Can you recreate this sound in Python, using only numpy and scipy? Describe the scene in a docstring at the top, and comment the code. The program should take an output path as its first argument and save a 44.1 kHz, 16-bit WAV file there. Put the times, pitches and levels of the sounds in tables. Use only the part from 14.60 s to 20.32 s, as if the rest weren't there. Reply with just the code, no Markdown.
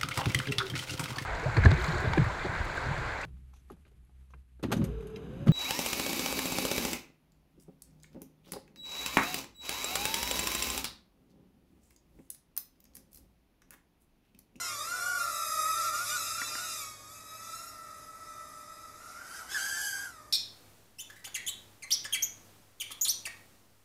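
"""A tiny four-rotor craft flies about a furnished bedroom, with the microphone in the room.
It starts close by, its rotors rocking in pitch from 1.1 s as the swings widen; two light knocks follow
at 1.8 and 2.0 s. From 2.4 s it is farther off, near 4.5 s its tones roughen as it comes back, then it fades.
Each two-blade rotor is a wavering stack of sines; the blades' hiss is shaped noise with drifting patches.
Soft air noise, thin hum lines and a wavering drone last throughout; rotors and knocks get a short tail."""
import sys
import numpy as np
from scipy import signal
from scipy.io import wavfile
from scipy.ndimage import uniform_filter1d

SR = 44100
rng = np.random.default_rng(int(sys.argv[2]) if len(sys.argv) > 2 else 0)


def voltage_ratio(level):
    """Linear amplitude factor for a level in decibels (scalar or array-like)."""
    return 10 ** (np.asarray(level, float) / 20)


def persist_wave(psi):
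    """Save psi, clipped to +-1, as 16-bit WAV."""
    counts = np.round(np.clip(psi, -1, 1) * 32767).astype(np.int16)
    wavfile.write(sys.argv[1], SR, np.atleast_2d(counts).T)


N = 252469  # length in samples

# broadband noise of all blades, and how far the overtones stand out of it:
# start_s, level_db, lift_db (per octave, pivot 6 kHz), overtones_db (above the hiss)
BLADE_NOISE = [(0.0, -44, -2.5, 16), (0.17, -45, -2.5, 10.5), (0.43, -43, -1, 9), (0.94, -40.5, 0.5, 8),
               (1.28, -40.5, -0.5, 9), (1.32, -43.5, -1, 7.5), (1.35, -40.5, -1, 9.5),
               (1.44, -41.5, 0, 8.5), (1.5, -39.5, -1, 13.5), (1.62, -42.5, -0.5, 13),
               (1.9, -44, -2.5, 12.5), (2.2, -44.5, -0.5, 14.5), (2.37, -58, -2, 13.5),
               (2.5, -57.5, 0, 11.5), (2.79, -56, -1, 12.5), (2.95, -50.5, -1, 14.5), (3.09, -53, 0, 9.5),
               (3.16, -54.5, -1.5, 4.5), (3.5, -58, -1.5, 1), (3.8, -56, -2, 3.5), (4.34, -59.5, -1, 7.5),
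               (4.51, -53, -3, 5.5), (4.64, -53.5, -4, 2.5), (4.77, -47, -2.5, 6.5), (4.88, -52.5, -4.5, 5),
               (4.92, -45.5, -4, 16.5), (5.0, -42.5, -2, 13.5), (5.26, -44.5, 0.5, 15), (5.45, -46, -2, 6),
               (5.53, -58.5, -1.5, 6.5), (5.72, -67.5, -1, 7)]


def evened(x):
    """Scales to rms 1."""
    return x / np.sqrt(np.mean(x ** 2) + 1e-20)


def read(points, hz):
    """Reads a table on a log-frequency axis."""
    f, value = np.transpose(points)
    return np.interp(np.log(hz + 1), np.log(f + 1), value)


def curves(rows, step=1):
    """Joins the rows by straight lines, one value every step samples."""
    s, *columns = np.transpose(rows)
    times = np.arange(0, N + 1024, step) / SR
    return [np.interp(times, s, column) for column in columns]


def drift(rate_hz, count=1):
    """Slow complex noise of rms 1, twice low-passed, one value every 64 samples."""
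    z = rng.standard_normal((count, N // 64 + 2, 2)) @ [1, 1j]
    r = np.exp(-2 * np.pi * rate_hz * 64 / SR)
    for _ in range(2):
        z = signal.lfilter([1], [1, -r], z)
    return z / np.sqrt(np.mean(abs(z) ** 2))


def noise(field_db):
    """Random short-time spectra under a level field (bins x frames of 256 samples)."""
    z = rng.standard_normal((field_db.shape[1], 513, 2)) @ [1, 1j]
    return signal.istft(z.T * voltage_ratio(field_db), nperseg=1024, noverlap=768)[1][:N]


def air():
    """Still air and distant machinery: steady noise, thin hum lines and one wavering low hum."""
    # colour of the room noise: frequency_hz, density_db (per Hz, relative)
    air_colour = [(15, -13), (27, 2), (40, 2), (70, 7.5), (130, -1), (270, 0.5), (500, -4.5), (1000, -3.5),
                  (2000, -8.5), (2800, -19.5), (5000, -12), (14500, -17)]
    # steady tones: frequency_hz, level_db (rms)
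    hum_lines = [(59.2, -81), (107.7, -70), (269.2, -77), (457.6, -82.5)]
    # level of the wavering hum: start_s, level_db (rms)
    drone_level = [(0.0, -67), (0.14, -60.5), (0.3, -77), (0.48, -62.5), (0.64, -68.5), (1.24, -63),
                   (2.9, -67), (3.94, -81), (4.31, -69), (4.46, -90), (4.91, -89), (5.02, -78),
                   (5.39, -67.5), (5.55, -76), (5.72, -67)]
    air_db = -59  # rms

    hz, t = np.fft.rfftfreq(1024, 1 / SR)[:, None], np.arange(N) / SR
    floor = voltage_ratio(air_db) * evened(noise(read(air_colour, hz) + np.zeros(N // 256 + 5)))
    lines = np.zeros(N)
    for f, db in hum_lines:
        if abs(f - 110) > 20:  # the drone covers the region near 110 Hz
            lines += voltage_ratio(db) * np.sin(2 * np.pi * (f * t + rng.random()))
    waver = np.interp(np.arange(N), np.arange(N // 64 + 2) * 64, drift(4.2)[0].real)
    drone_hz = 109 + 3.35 * waver
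    drone = np.sin(2 * np.pi * np.cumsum(drone_hz) / SR) * voltage_ratio(curves(drone_level)[0][:N])
    return floor + np.sqrt(2) * (lines + drone)


def knocks():
    """Small hard objects touch: a few short decaying modes with a rise of about 1 ms."""
    # the two knocks: start_s, level_db, low_lift_db (of the modes below 1700 Hz)
    touches = [(1.817, -31, 0.5), (1.953, -40, 7.5)]
    # what rings: frequency_hz, level_db (against the knock), t60_s
    modes = [(263.6, -9.5, 0.035), (485, -23, 0.13), (1027, -9.5, 0.054), (1886, 11, 0.015),
             (1678, 5.5, 0.012)]

    t, out = np.arange(4000) / SR, np.zeros(N)
    rise = 1 - np.exp(-t / 0.00067)
    for start_s, level_db, low_lift_db in touches:
        ring = np.zeros(len(t))
        for hz, mode_db, t60_s in modes:
            decay_db = mode_db + low_lift_db * (hz < 1700) - 60 * t / t60_s
            ring += voltage_ratio(decay_db) * np.sin(2 * np.pi * hz * t)
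        out[round(start_s * SR):][:4000] += voltage_ratio(level_db) * ring * rise
    return out


def room(x):
    """Sparse echoes of random sign, one in every 20 samples, each band dying at its own speed."""
    # how long the tail lasts: frequency_hz, t60_s
    tail_t60 = [(300, 0.37), (1500, 0.25), (8000, 0.26)]

    taps = np.zeros(SR // 2)
    at = np.arange(200, SR // 2 - 20, 20)
    taps[at + rng.integers(0, 20, len(at))] = rng.choice([-1., 1.], len(at))
    hz, t, z = signal.stft(taps, SR, nperseg=256)
    decay = voltage_ratio(-60 * t / read(tail_t60, hz)[:, None])
    tail = signal.istft(z * decay, SR, nperseg=256)[1]
    return signal.fftconvolve(x, tail / np.linalg.norm(tail))[:N]


def hiss():
    """Turbulent noise off the blades, in patches that drift over time and pitch, its treble tilt moving."""
    # colour of the hiss at the microphone: frequency_hz, density_db (per Hz, relative)
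    hiss_colour = [(200, -17.5), (350, -8), (700, -13.5), (1100, -5.5), (1600, -8), (2200, -3.5),
                   (2900, -20.5), (3600, -9.5), (4300, -13), (4900, 0), (7500, -2), (8700, -1.5),
                   (12000, 0.5), (12300, -8), (13600, -3.5), (14300, -13), (14600, -5.5)]

    level_db, lift_db, _ = curves(BLADE_NOISE, step=256)
    hz = np.fft.rfftfreq(1024, 1 / SR)[:, None]
    patches = rng.standard_normal((len(level_db), 513)).T
    patches = uniform_filter1d(patches, size=10, axis=0)
    patches = evened(uniform_filter1d(patches, size=10, axis=1))
    field_db = read(hiss_colour, hz) + 2.55 * patches
    scale = np.std(noise(field_db))
    tilt_db = lift_db * np.log2(np.maximum(hz, 1500) / 6000)
    return noise(field_db + level_db + tilt_db) / scale


def rocking(lag_s):
    """A brief swing to and fro, each wider than the last, and the gate that opens it."""
    start_s, end_s, ramp_s = 1.1, 1.63, 0.08
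    period_s, crest_s, growth_per_s = 0.183, 1.355, 1.75

    t = np.arange(N) / SR
    gate = np.clip(np.minimum(t - start_s, end_s - t) / ramp_s, 0, 1)
    t = t - crest_s
    swing = (1 + growth_per_s * t) * np.cos(2 * np.pi * (t - lag_s) / period_s)
    return gate * swing, gate


def rotor(rows, sway, unbalance_db, trim_db, hiss_db, lift_db, over_db):
    """Shaft orders of one rotor; each order flutters alone, the more so in disturbed air."""
    # how disturbed the air through the blades is: start_s, wake (0-1)
    wake_rows = [(0, .1), (.5, .05), (1.1, .05), (1.3, .12), (1.7, .2), (2.2, .2), (2.5, .05), (4.35, .05),
                 (4.45, .8), (4.9, .9), (5.05, .55), (5.15, .25), (5.4, .3), (5.725, .4)]
    # shaft orders 1 and 3 from unbalanced blades, against the blade tone: frequency_hz, level_db
    shaft_colour = [(520, -15), (650, -17), (750, -20), (810, -18.5), (880, -18), (1700, -18.5),
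                    (1950, -12.5), (2150, -25), (2500, -28)]
    # orders 4 and up against the hiss: frequency_hz, level_db
    over_colour = [(2200, -24.5), (2700, -29.5), (3100, -28), (3800, -23.5), (4300, -29), (4900, -21.5),
                   (7600, -21.5), (8800, -29), (10500, -28), (11700, -25), (12400, -34), (15000, -31)]
    odd_db = -19.5  # odd orders from 5 up, between the blade multiples
    rock_db = 2.5  # swell of the blade tone at a unit swing of the rocking
    fade_db, over_fade_db = 2.0, 2.0  # rms of the slow random fading of blade tone and overtones
    over_follow = 0.23  # share of a blade tone's swell that its overtones follow
    rock_blur, over_blur = 0.3, 1.5  # how much rocking and disturbed air blur the overtones

    # smoothed over 20 ms
    blade_hz, tone_db = (uniform_filter1d(c, size=900)[:N] for c in curves(rows))
    speed_share, lag_s = sway
    rock, gate = rocking(lag_s)
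    blade_hz = blade_hz * (1 + speed_share * rock)

    # levels run on the coarse step of 64 samples
    tone_db = tone_db[::64]
    fades = np.sqrt(2) * drift(5.8, count=2).real[:, :len(hiss_db)]
    over_db = over_db + trim_db + over_follow * tone_db + over_fade_db * fades[1]
    tone_db = hiss_db + tone_db + rock_db * rock[::64] + fade_db * fades[0]
    even_db = uniform_filter1d(tone_db, size=200)  # the shaft tones hold steadier
    even_db = even_db - 0.17 * (even_db + 52.5)  # they spread all round, so they swell less on a near pass

    coarse, fine = np.arange(N // 64 + 2) * 64, np.arange(N)
    wake = np.clip(curves(wake_rows)[0][:N], 0, 1)
    wobble = np.interp(fine, coarse, drift(18)[0].real)
    shaft_hz = blade_hz / 2 * (1 + (.001 + .015 * wake) * wobble)  # two blades pass in each turn
    turns = np.cumsum(shaft_hz) / SR + rng.random()
    wake = wake[::64]
    blur = np.clip(over_blur * wake + rock_blur * gate[::64], 0, 1)

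    out = np.zeros(N)
    for k in range(1, 24):
        hz = k * blade_hz[::64] / 2
        if k == 2:  # the blade tone
            db, rough = tone_db, .12 + .9 * wake
        elif k < 4:
            db = even_db + unbalance_db[k // 2] + read(shaft_colour, hz)
            rough = .25 + .6 * wake
        else:
            tilt_db = lift_db * np.log2(hz / 6000)
            db = hiss_db + over_db + read(over_colour, hz) + tilt_db + odd_db * (k % 2)
            rough = .35 + .045 * k + blur
        rough = np.clip(rough, 0, 1)
        # flutter is faster, so blurs wider, at higher orders
        calm = drift(8 + 2.5 * k)[0][:len(db)]
        gusty = drift(min(22 * k, 160))[0][:len(db)]
        stir = wake if k < 4 else blur
        flutter = np.sqrt(1 - stir) * calm + np.sqrt(stir) * gusty
        swing = voltage_ratio(db) * (np.sqrt(1 - rough ** 2) + rough * flutter)
        re, im = (np.interp(fine, coarse[:len(db)], part) for part in (swing.real, swing.imag))
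        angle = (2 * np.pi * (k * turns % 1)).astype(np.float32)
        out += re * np.cos(angle) - im * np.sin(angle)
    return np.sqrt(2) * out


def scene():
    """Rotors and knocks with their room tail, over hiss and air."""
    # one table a rotor: start_s, blade_hz (blade-pass rate before rocking), tone_db (above the hiss)
    rotor_rows = [
        [(0.0, 1426, 2), (0.16, 1368, -2.5), (0.24, 1193, -2), (0.3, 1383, 6), (0.37, 1498, 4.5),
         (0.42, 1400, 0.5), (0.49, 1508, 5.5), (0.6, 1410, 4.5), (0.72, 1368, 1.5), (0.95, 1303, 2),
         (1.1, 1285, -1.5), (1.24, 1291, 4), (1.31, 1302, 1), (1.37, 1316, -1.5), (1.46, 1329, -9),
         (1.54, 1353, -0.5), (1.6, 1335, 0.5), (1.67, 1394, -3), (1.72, 1325, -5.5), (1.77, 1350, 4),
         (1.81, 1429, 5), (1.87, 1329, -14), (2.03, 1464, 3), (2.1, 1374, -11), (2.2, 1368, -13),
         (2.3, 1281, -6), (2.38, 1250, -16), (2.47, 1235, -1), (2.52, 1295, 1.5), (2.72, 1282, 3.5),
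         (3.03, 1372, -1.5), (3.15, 1366, -6.5), (3.36, 1305, 2.5), (3.6, 1298, 5), (3.95, 1306, 0.5),
         (4.37, 1298, 2), (4.44, 1450, -1), (4.55, 1426, -10), (4.61, 1540, 5), (4.69, 1503, -5),
         (4.77, 1619, 0), (4.85, 1490, -17), (4.89, 1540, -4), (4.92, 1700, -13), (4.955, 1755, 8),
         (4.99, 1555, -1), (5.07, 1659, -1), (5.11, 1650, 5), (5.15, 1751, 10), (5.22, 1687, -1.5),
         (5.3, 1640, 0.5), (5.37, 1600, 3), (5.46, 1650, 0.5), (5.56, 1296, 2), (5.72, 1207, 7)],
        [(0.0, 1400, -1), (0.08, 1254, -2), (0.17, 1156, -4.5), (0.31, 1406, 2), (0.375, 1325, -4),
         (0.44, 1422, 5.5), (0.5, 1435, 7.5), (0.7, 1334, 1.5), (0.88, 1248, -2.5), (1.04, 1245, 6),
         (1.1, 1294, 9.5), (1.18, 1288, -0.5), (1.25, 1290, 5.5), (1.32, 1291, 5.5), (1.43, 1329, 1),
         (1.55, 1318, -6), (1.71, 1235, -11), (1.77, 1327, -11), (1.9, 1327, -10), (1.98, 1392, -2),
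         (2.04, 1286, -2), (2.11, 1347, -2.5), (2.19, 1251, -16), (2.27, 1277, -5.5), (2.4, 1211, -11),
         (2.53, 1266, -10), (2.72, 1270, 3.5), (3.0, 1343, -2), (3.14, 1335, 0.5), (3.36, 1253, 3),
         (3.6, 1257, 0), (3.78, 1241, -1.5), (4.1, 1262, 6.5), (4.38, 1247, -3), (4.44, 1378, 4),
         (4.53, 1290, 0), (4.6, 1449, -4), (4.69, 1326, -0.5), (4.78, 1511, -4), (4.88, 1434, -10),
         (4.91, 1590, 9), (4.94, 1687, 9), (4.99, 1418, 1.5), (5.05, 1520, -10), (5.12, 1609, 8),
         (5.2, 1500, -2), (5.3, 1490, -7), (5.4, 1596, -4), (5.58, 1231, 5), (5.72, 1186, 2)],
        [(0.0, 1014, -21), (0.08, 1037, -15.5), (0.2, 1153, -3), (0.28, 1050, -13.5), (0.37, 1007, -11),
         (0.43, 1134, -11), (0.6, 1140, -10), (0.68, 1173, -3.5), (0.82, 1187, -2.5), (1.03, 1154, -11.5),
         (1.12, 1182, -5), (1.6, 1170, -11.5), (1.77, 1229, -12), (1.82, 1143, 1), (1.88, 1228, -13),
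         (1.94, 1214, -3), (2.06, 1241, -17), (2.19, 1211, -6.5), (2.24, 1123, -5.5), (2.48, 1112, -8),
         (2.53, 1180, -5), (2.62, 1165, -6.5), (2.8, 1165, -9), (3.0, 1236, -10), (3.09, 1249, -5.5),
         (3.34, 1195, -5.5), (3.9, 1202, -4), (4.35, 1188, -7), (4.47, 1248, -1), (4.55, 1243, -12),
         (4.64, 1191, -6), (4.72, 1340, -17), (4.8, 1309, -3), (4.99, 1316, -12), (5.16, 1379, -9),
         (5.22, 1508, -17), (5.35, 1542, 1.5), (5.5, 1357, -20), (5.6, 1154, -6), (5.72, 1077, -17)],
        [(0.0, 1030, -14), (0.08, 1089, -11), (0.22, 1200, 0.5), (0.3, 1175, -20), (0.37, 1201, -9),
         (0.41, 1154, -8), (0.45, 1194, -6), (0.53, 1130, -13), (0.63, 1248, 1), (0.77, 1261, -3.5),
         (0.86, 1245, -2), (0.92, 1265, 4.5), (1.1, 1260, -0.5), (1.25, 1204, -8.5), (1.5, 1185, -10),
         (1.64, 1299, -4), (1.76, 1311, -3), (1.81, 1349, -7), (2.0, 1359, -2), (2.08, 1270, -9),
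         (2.13, 1308, -10), (2.23, 1253, -3), (2.4, 1213, -5), (2.72, 1241, -5), (2.95, 1301, 5),
         (3.08, 1307, -12), (3.25, 1330, 0), (3.42, 1323, -10), (3.6, 1311, 8.5), (3.97, 1310, 2),
         (4.2, 1318, 4), (4.36, 1321, -1), (4.42, 1365, -3), (4.56, 1343, -3), (4.7, 1475, -9), (4.8, 1414, -5),
         (4.9, 1498, -3), (4.97, 1571, -6), (5.03, 1605, 4), (5.1, 1494, -9.5), (5.22, 1626, 4),
         (5.35, 1573, -1), (5.44, 1583, -0.5), (5.62, 1191, -6), (5.72, 1124, -13)],
    ]
    # two rotors speed up as the other two slow down, one row a rotor: speed_share, crest_lag_s
    rock_swing = [(0.07, 0.002), (0.075, 0.075), (0.045, -0.01), (0.02484, 0.085)]
    # unbalanced blades, one row a rotor: order_1_db, order_3_db
    unbalance = [(2, -2.5), (0.5, -0.5), (6, 4.5), (-1, -2)]
    # each rotor's overtones against the common level, as the craft turns:
    # start_s, rotor_1_db, rotor_2_db, rotor_3_db, rotor_4_db
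    over_trim = [(0.0, 1, -1.5, 5.5, -4), (0.2, -1, 6.5, -3.5, -1), (0.6, -6.5, 3.5, -2.5, 1.5),
                 (1.0, -8, 2.5, -2.5, 3.5), (1.4, 2.5, 3, 1, 0), (1.9, -2.5, 3.5, 4.5, -5),
                 (2.4, 3.5, 0, 4, -7), (3.0, 2.5, -6.5, 0.5, -2), (3.5, -2.5, 5.5, -0.5, 5),
                 (4.0, -4, 0.5, 1, -7), (4.3, -2.5, 0, 0, -5), (5.0, 3.5, 2, -3, -3),
                 (5.15, -3, 1, -8, 0.5), (5.3, 1.5, 3, -4, 4), (5.72, -4, 1, 1, -6)]
    room_db = -10  # tail against the direct sound

    count = -(-N // 64)  # coarse steps, rounded up
    blades, trims = ([c[:count] for c in curves(rows, step=64)] for rows in (BLADE_NOISE, over_trim))
    near = knocks()
    for own in zip(rotor_rows, rock_swing, unbalance, trims):
        near = near + rotor(*own, *blades)
    return (near + voltage_ratio(room_db) * room(near) + hiss() + air())[None]


def low_pass(x):
    """Removes everything above the highest recorded frequency."""
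    return signal.sosfilt(signal.butter(12, 14600, fs=SR, output="sos"), x)


def record(dry):
    """Takes away the treble above 14.45 kHz with a steep linear-phase filter."""
    edge = signal.firwin(511, 14450, window=("kaiser", 9), fs=SR)[None]
    mix = signal.oaconvolve(dry, edge, "same")
    return low_pass(mix)


dry = scene()
out = record(dry)
persist_wave(out)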